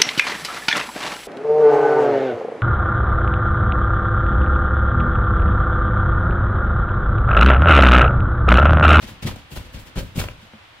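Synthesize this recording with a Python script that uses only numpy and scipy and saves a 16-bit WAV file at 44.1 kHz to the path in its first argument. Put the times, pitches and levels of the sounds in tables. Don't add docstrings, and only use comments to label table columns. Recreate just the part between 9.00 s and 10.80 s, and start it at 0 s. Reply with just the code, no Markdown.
import sys
import numpy as np
from scipy import signal
from scipy.fft import rfft, irfft
from scipy.io import wavfile
from scipy.ndimage import uniform_filter1d

SR = 44100
rng = np.random.default_rng(int(sys.argv[2]) if len(sys.argv) > 2 else 0)


def invert_db(x):
    u = np.asarray(x, float) / 20
    return 10 ** u


def bounce(signal):
    frames = np.transpose(np.atleast_2d(signal))
    limited = np.clip(frames, -1, 1)
    pcm = np.round(limited * 32767).astype(np.int16)
    wavfile.write(sys.argv[1], SR, pcm)


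N = 79380
T = np.arange(N) / SR
F = np.maximum(np.fft.rfftfreq(N, 1 / SR), 1)

# frequency in Hz, density in dB per Hz.
HOUSE_COLOUR = [(40, -10.5), (110, 2.5), (160, -14.5), (260, -11.5), (1100, -7.5), (3300, -10.5),
                (6200, -27), (16000, -40)]
# frequency in Hz, gain in dB.
LOW_MID_DIP = [(120, 0.5), (170, -1), (300, 1), (390, -2), (490, -1), (800, 0)]
# strongest contact in seconds, level in dB, rise in seconds, fall in seconds.
BRUSHES = [(.048, -71, 0.017, .02), (.09, -49, .015, .03), (.221, -54, .003, .015),
           (.265, -43, .003, 0.047), (.36, -52, .002, .006), (.535, -46.5, 0.019, 0.023),
           (.565, -42.5, 0.0089, .03), (.74, -53, 0.011, .03), (.8, -49.5, 0.0088, 0.031),
           (.87, -54, 0.013, .02), (.958, -50, .003, .03), (.995, -44, 0.01, 0.044),
           (1.175, -41, .012, .02), (1.2, -35, 0.019, 0.034), (1.24, -59, .005, .015),
           (1.287, -53, .002, .008), (1.43, -70, .005, .02)]
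# frequency in Hz, density in dB per Hz.
FUR_COLOUR = [(3000, -40), (7000, -6.5), (10500, -7.5), (14500, -9)]
# frequency in Hz, density in dB per Hz.
CRUMPLE_COLOUR = [(120, -9), (250, 7.5), (400, -3.5), (560, -0.5), (750, -21.5), (1500, -21), (5000, -65)]
# start in seconds, peak in dB, centre in Hz, ring in seconds.
TICKS = [(.087, -33, 1500, .025), (.095, -36, 1100, .015), (.2735, -29, 3100, .006), (.292, -28, 1000, .01),
         (.313, -32, 1500, .006), (.3602, -32, 800, .015), (.279, -25, 1900, .012), (.276, -27, 700, .02),
         (.284, -28, 1300, .015), (.271, -29, 4800, .01), (.3605, -38, 7000, .005),
         (.5735, -32, 1800, .006), (.9582, -29, 1500, .005), (.9732, -24, 2800, .006),
         (.979, -26, 520, .02), (1.186, -29, 560, .015), (1.188, -22, 2400, .015),
         (1.2395, -27, 4500, .006), (1.215, -27, 3000, .006), (1.2015, -22, 1400, .012),
         (1.2, -24, 680, .03), (1.195, -30, 8400, .006), (1.204, -26, 4000, .006),
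         (1.2155, -21, 1500, .006), (1.2385, -23, 950, .016), (1.239, -27, 520, .02),
         (1.2865, -27, 2400, .01), (1.2862, -34, 900, .012)]
# start in seconds, peak in dB, pitch in Hz, ring in seconds.
SNAPS = [
    (.5639, -30, 700, .004),
    (.572, -24, 1100, .003),
    (.9588, -29, 500, .004),
    (1.2855, -22.5, 1500, .003),
    (1.2862, -26, 2700, .006),
    (1.536, -31, 900, .002),
    (1.2857, -30, 600, .008),
]
# strongest contact in seconds, scuff in dB, rise in seconds, fall in seconds,
# rumble in dB.
RUBS = [(0.042, -37.5, 0.019, 0.014, -41.5), (0.089, -42, 0.024, 0.034, -39.5),
        (.15, -62, 0.028, 0.073, -47), (0.23, -35, 0.005, 0.024, -29), (0.277, -29, 0.011, 0.021, -27.5),
        (.314, -43, 0.0034, 0.02, -30), (0.363, -47, 0.0034, 0.055, -41.5),
        (0.527, -41.5, 0.011, 0.03, -39), (0.568, -38, 0.01, 0.031, -31), (.66, -51, 0.036, 0.12, -46.5),
        (.752, -41, 0.011, .04, -35), (0.798, -47, 0.0077, 0.019, -43.5), (.876, -47, 0.012, 0.028, -41.5),
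        (0.967, -38.5, 0.0042, 0.042, -26.5), (.992, -33.5, 0.017, 0.017, -33.5),
        (1.07, -53.5, 0.022, 0.11, -48), (1.166, -37, 0.0085, 0.055, -28), (1.191, -44, 0.006, 0.014, -43),
        (1.203, -26, 0.0081, 0.0097, -27.5), (1.217, -31, 0.0045, 0.01, -24.5),
        (1.24, -33, 0.0035, 0.012, -35.5), (1.3, -50.5, 0.029, 0.047, -37.5),
        (1.428, -52, 0.03, 0.073, -53)]
# frequency in Hz, density in dB per Hz.
SCUFF_COLOUR = [(150, -32), (300, -12), (400, -13), (560, -11), (1700, -13.5), (3000, -9.5), (7000, -20),
                (16000, -28.5)]
# frequency in Hz, level in dB, ring in seconds.
BALLOON_MODES = [(48, -2, 0.17), (74.5, -2.5, 0.32), (105.6, -2, 0.154), (134.4, 2.5, 0.041),
                 (180.9, -12, 0.81), (218.6, -3, 0.033), (297.5, -11, 0.057), (493, -5, 0.033),
                 (619, -14, 0.087), (956.5, -13.5, 0.21)]
# start in seconds, peak in dB.
TAPS = [
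    (1.429, -43),
    (1.5366, -39),
    (1.5497, -43),
]
# frequency in Hz, level in dB, ring in seconds.
TAP_MODES = [(212.6, 1, 0.068), (344, -13, 0.036), (514, -7, 0.017)]
# start in
# seconds, peak in dB, pitch in Hz, ring in seconds.
PUSHES = [(.014, -38, 110, .04), (.118, -35, 200, .03), (.2255, -23, 115, .04), (.234, -29, 150, .02),
          (.2415, -25, 95, .025), (.2527, -13.5, 150, .035), (.2617, -18, 190, .04), (.52, -31, 140, .025),
          (.5335, -28, 100, .025), (1.06, -34, 70, .1), (.366, -34, 220, .04), (.5725, -22, 58, .045),
          (.609, -30, 90, .03), (.655, -37, 65, .08), (.68, -38, 60, .06), (.7455, -29, 125, .04),
          (.759, -29, 55, .06), (.9598, -22, 105, .04), (.968, -29, 230, .03), (.9772, -14.5, 135, .009),
          (1.004, -28, 260, .03), (1.0055, -31, 550, .04), (1.028, -33, 560, .04), (1.087, -36, 90, .08),
          (1.12, -38, 100, .08), (1.014, -25, 70, .04), (1.045, -30, 95, .07), (1.258, -25, 95, .03),
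          (1.151, -32, 90, .03), (1.1787, -10.5, 155, .035), (1.187, -21, 140, .03), (1.196, -20, 75, .05),
          (1.217, -23, 58, .06)]
# start in seconds, peak in dB, pitch in Hz, ring in seconds.
RELEASES = [(.028, -34, 130, .03), (.0365, -29, 215, .05), (.0455, -29, 230, .04), (.059, -31, 75, .04),
            (.132, -31, 105, .02), (.2497, -21, 170, .012), (.2765, -20, 100, .04), (.3075, -25, 95, .025),
            (.339, -31, 110, .04), (.376, -35, 90, .05), (.603, -30, 100, .03), (.9745, -23, 200, .01),
            (.9862, -23, 110, .012), (.995, -30, 330, .04), (1.029, -21, 120, .025),
            (1.158, -23, 160, .035), (1.165, -32, 200, .03), (.5238, -31, 160, .012),
            (.538, -31, 130, .015), (.5655, -31, 300, .015), (.2845, -25, 190, .012), (1.252, -26, 75, .04),
            (1.306, -32, 105, .08), (1.385, -37, 80, .04)]

PUSH_CYCLES = 0.12
PORT_LAG_S, LEFT_DB = 0.00006, 1.45
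LOW_LAG_S, LOW_LEFT_DB = 0.00002, 1.2
SCUFF_WIDE, TONE_WIDE, WIDE_FROM_HZ = 0.73, 0.94, 300


def unit(x):
    return x / np.sqrt(np.mean(x ** 2))


def colour(x, table):
    hz, db = np.array(table).T
    gain = invert_db(np.interp(np.log(F), np.log(hz), db))
    return irfft(rfft(x) * gain, N)


def ring(x, hz, t60):
    pole = np.exp(2j * np.pi * hz / SR - np.log(1000) / (t60 * SR))
    return signal.lfilter([1], [1, -pole], x).imag


def walk(rate):
    k = int(SR / rate)
    smooth = uniform_filter1d(rng.standard_normal(N), k)
    return unit(uniform_filter1d(smooth, k))


def ports(x, lag_s, left_db):
    late = irfft(rfft(x) * np.exp(-2j * np.pi * F * lag_s), N)
    return np.array([x * invert_db(left_db / 2), late * invert_db(-left_db / 2)])


def wide(shared, separate, share):
    apart = share * F ** 2 / (F ** 2 + WIDE_FROM_HZ ** 2)
    return irfft(rfft(shared) * np.sqrt(1 - apart) + rfft(separate) * np.sqrt(apart), N)


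def blow(s, db, hz, t60, rise):
    u = np.maximum(T - s, 0)
    envelope = (1 - np.exp(-u / rise)) * np.exp(-np.log(1000) * u / t60)
    swing = envelope * np.sin(2 * np.pi * hz * u)
    return invert_db(db) * swing / np.max(swing)


def contact(rows, column):
    power = np.zeros(N)
    for row in rows:
        u = T - row[0]
        swell = np.exp(-(u / row[2]) ** 2)
        fade = np.exp(-2 * np.abs(u) / row[3])
        power += invert_db(row[column]) ** 2 * np.where(u < 0, swell, fade)
    return np.sqrt(power)


def balloon(x):
    return sum(invert_db(db) * ring(x, hz, t60) / np.sqrt(t60) for hz, db, t60 in BALLOON_MODES)


def room_tone():
    shared = rng.standard_normal(N)
    separate = rng.standard_normal((2, N))
    hiss = unit(colour(wide(np.array([shared, shared]), separate, TONE_WIDE), HOUSE_COLOUR))
    hiss = hiss * invert_db(-48 + walk(11) / 2)
    hum_hz, hum_width_hz = 113, 23
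    hum = unit(ring(rng.standard_normal(N), hum_hz, np.log(1000) / np.pi / hum_width_hz))
    return hiss + invert_db(-84) * hum


def echo(x):
    t60_s, level_db = 0.29, -15.5
    u = T[:SR // 2]
    tail = rng.standard_normal((2, len(u))) * np.exp(-np.log(1000) * u / t60_s) * (u > 0.004)
    tail = signal.lfilter(*signal.butter(1, [160, 4760], "band", fs=SR), tail)
    tail[1] = 0.64 * tail[0] + 1.13 * tail[1]
    tail = tail / np.sqrt(np.sum(tail[0] ** 2))
    return invert_db(level_db) * signal.fftconvolve(x, tail, axes=1)[:, :N]


def fur():
    shared = ports(rng.standard_normal(N), PORT_LAG_S, LEFT_DB)
    separate = rng.standard_normal((2, N))
    hiss = unit(colour(wide(shared, separate, SCUFF_WIDE), FUR_COLOUR))
    return hiss * contact(BRUSHES, column=1)


def crumple():
    creases_per_s = 350
    pops = (rng.random(N) < creases_per_s / SR) * rng.standard_normal(N)
    return invert_db(-9) * unit(colour(pops, CRUMPLE_COLOUR)) * contact(RUBS, column=4)


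def ticks():
    out, noise = np.zeros(N), rng.standard_normal(N)
    for s, db, hz, t60 in TICKS:
        u = np.maximum(T - s, 0)
        burst = (T >= s) * np.exp(-np.log(1000) * u / t60) * noise
        crack = ring(burst, hz, 6.5 / hz)
        out += invert_db(db) * crack / np.max(np.abs(crack))
    return out


def snaps():
    return -sum(blow(s, db, hz, t60, PUSH_CYCLES / hz) for s, db, hz, t60 in SNAPS)


def latex_slips():
    grains_per_s, spread_db, grain_share = 5000, 1.5, 0.45
    slipping = rng.random(N) < grains_per_s / SR
    size = invert_db(spread_db * rng.exponential(size=N))
    grains = unit(slipping * size * np.sign(rng.standard_normal(N)))
    mix = np.sqrt(grain_share) * grains + np.sqrt(1 - grain_share) * rng.standard_normal(N)
    return unit(colour(mix, SCUFF_COLOUR))


def scuff():
    shared = ports(latex_slips(), PORT_LAG_S, LEFT_DB)
    separate = np.array([latex_slips() * invert_db(LEFT_DB / 2), latex_slips() * invert_db(-LEFT_DB / 2)])
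    flutter = invert_db(1.2 * walk(110))
    return wide(shared, separate, SCUFF_WIDE) * contact(RUBS, column=1) * flutter


def rumble():
    drag = rng.standard_normal(N) * invert_db(2.5 * walk(58))
    return balloon(drag * contact(RUBS, column=4)) / np.std(balloon(drag))


def thumps():
    push = np.zeros(N)
    for way, rows in ((0.9, PUSHES), (-0.88, RELEASES)):
        for s, db, hz, t60 in rows:
            push += way * blow(s, db, hz, t60, PUSH_CYCLES / hz)
    after = balloon(push)
    after *= np.std(push) / np.std(after)
    taps = np.zeros(N)
    for s, db in TAPS:
        for hz, mode_db, t60 in TAP_MODES:
            taps += blow(s, db + mode_db, hz, t60, rise=0.001)
    return push + invert_db(-14) * after + taps


def scene():
    near = ports(thumps() + rumble(), LOW_LAG_S, LOW_LEFT_DB)
    near = near + scuff()
    near = near + ports(ticks() + snaps(), 0.0001, 2.5)
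    house = room_tone()
    near = near + ports(crumple(), LOW_LAG_S, LOW_LEFT_DB)
    heard = near + echo(near) + house + fur()
    return heard + invert_db(-11) * rumble() * np.array([[1], [-1]])


def band_limit(x):
    return signal.sosfilt(signal.butter(12, 15850, fs=SR, output="sos"), x)


def record(dry):
    heard = colour(dry, LOW_MID_DIP)
    heard = signal.lfilter(*signal.butter(1, 24, "high", fs=SR), heard)
    heard = signal.sosfilt(signal.ellip(10, 0.3, 80, 15760, fs=SR, output="sos"), heard)
    return band_limit(heard)


dry = scene()
out = record(dry)
bounce(out)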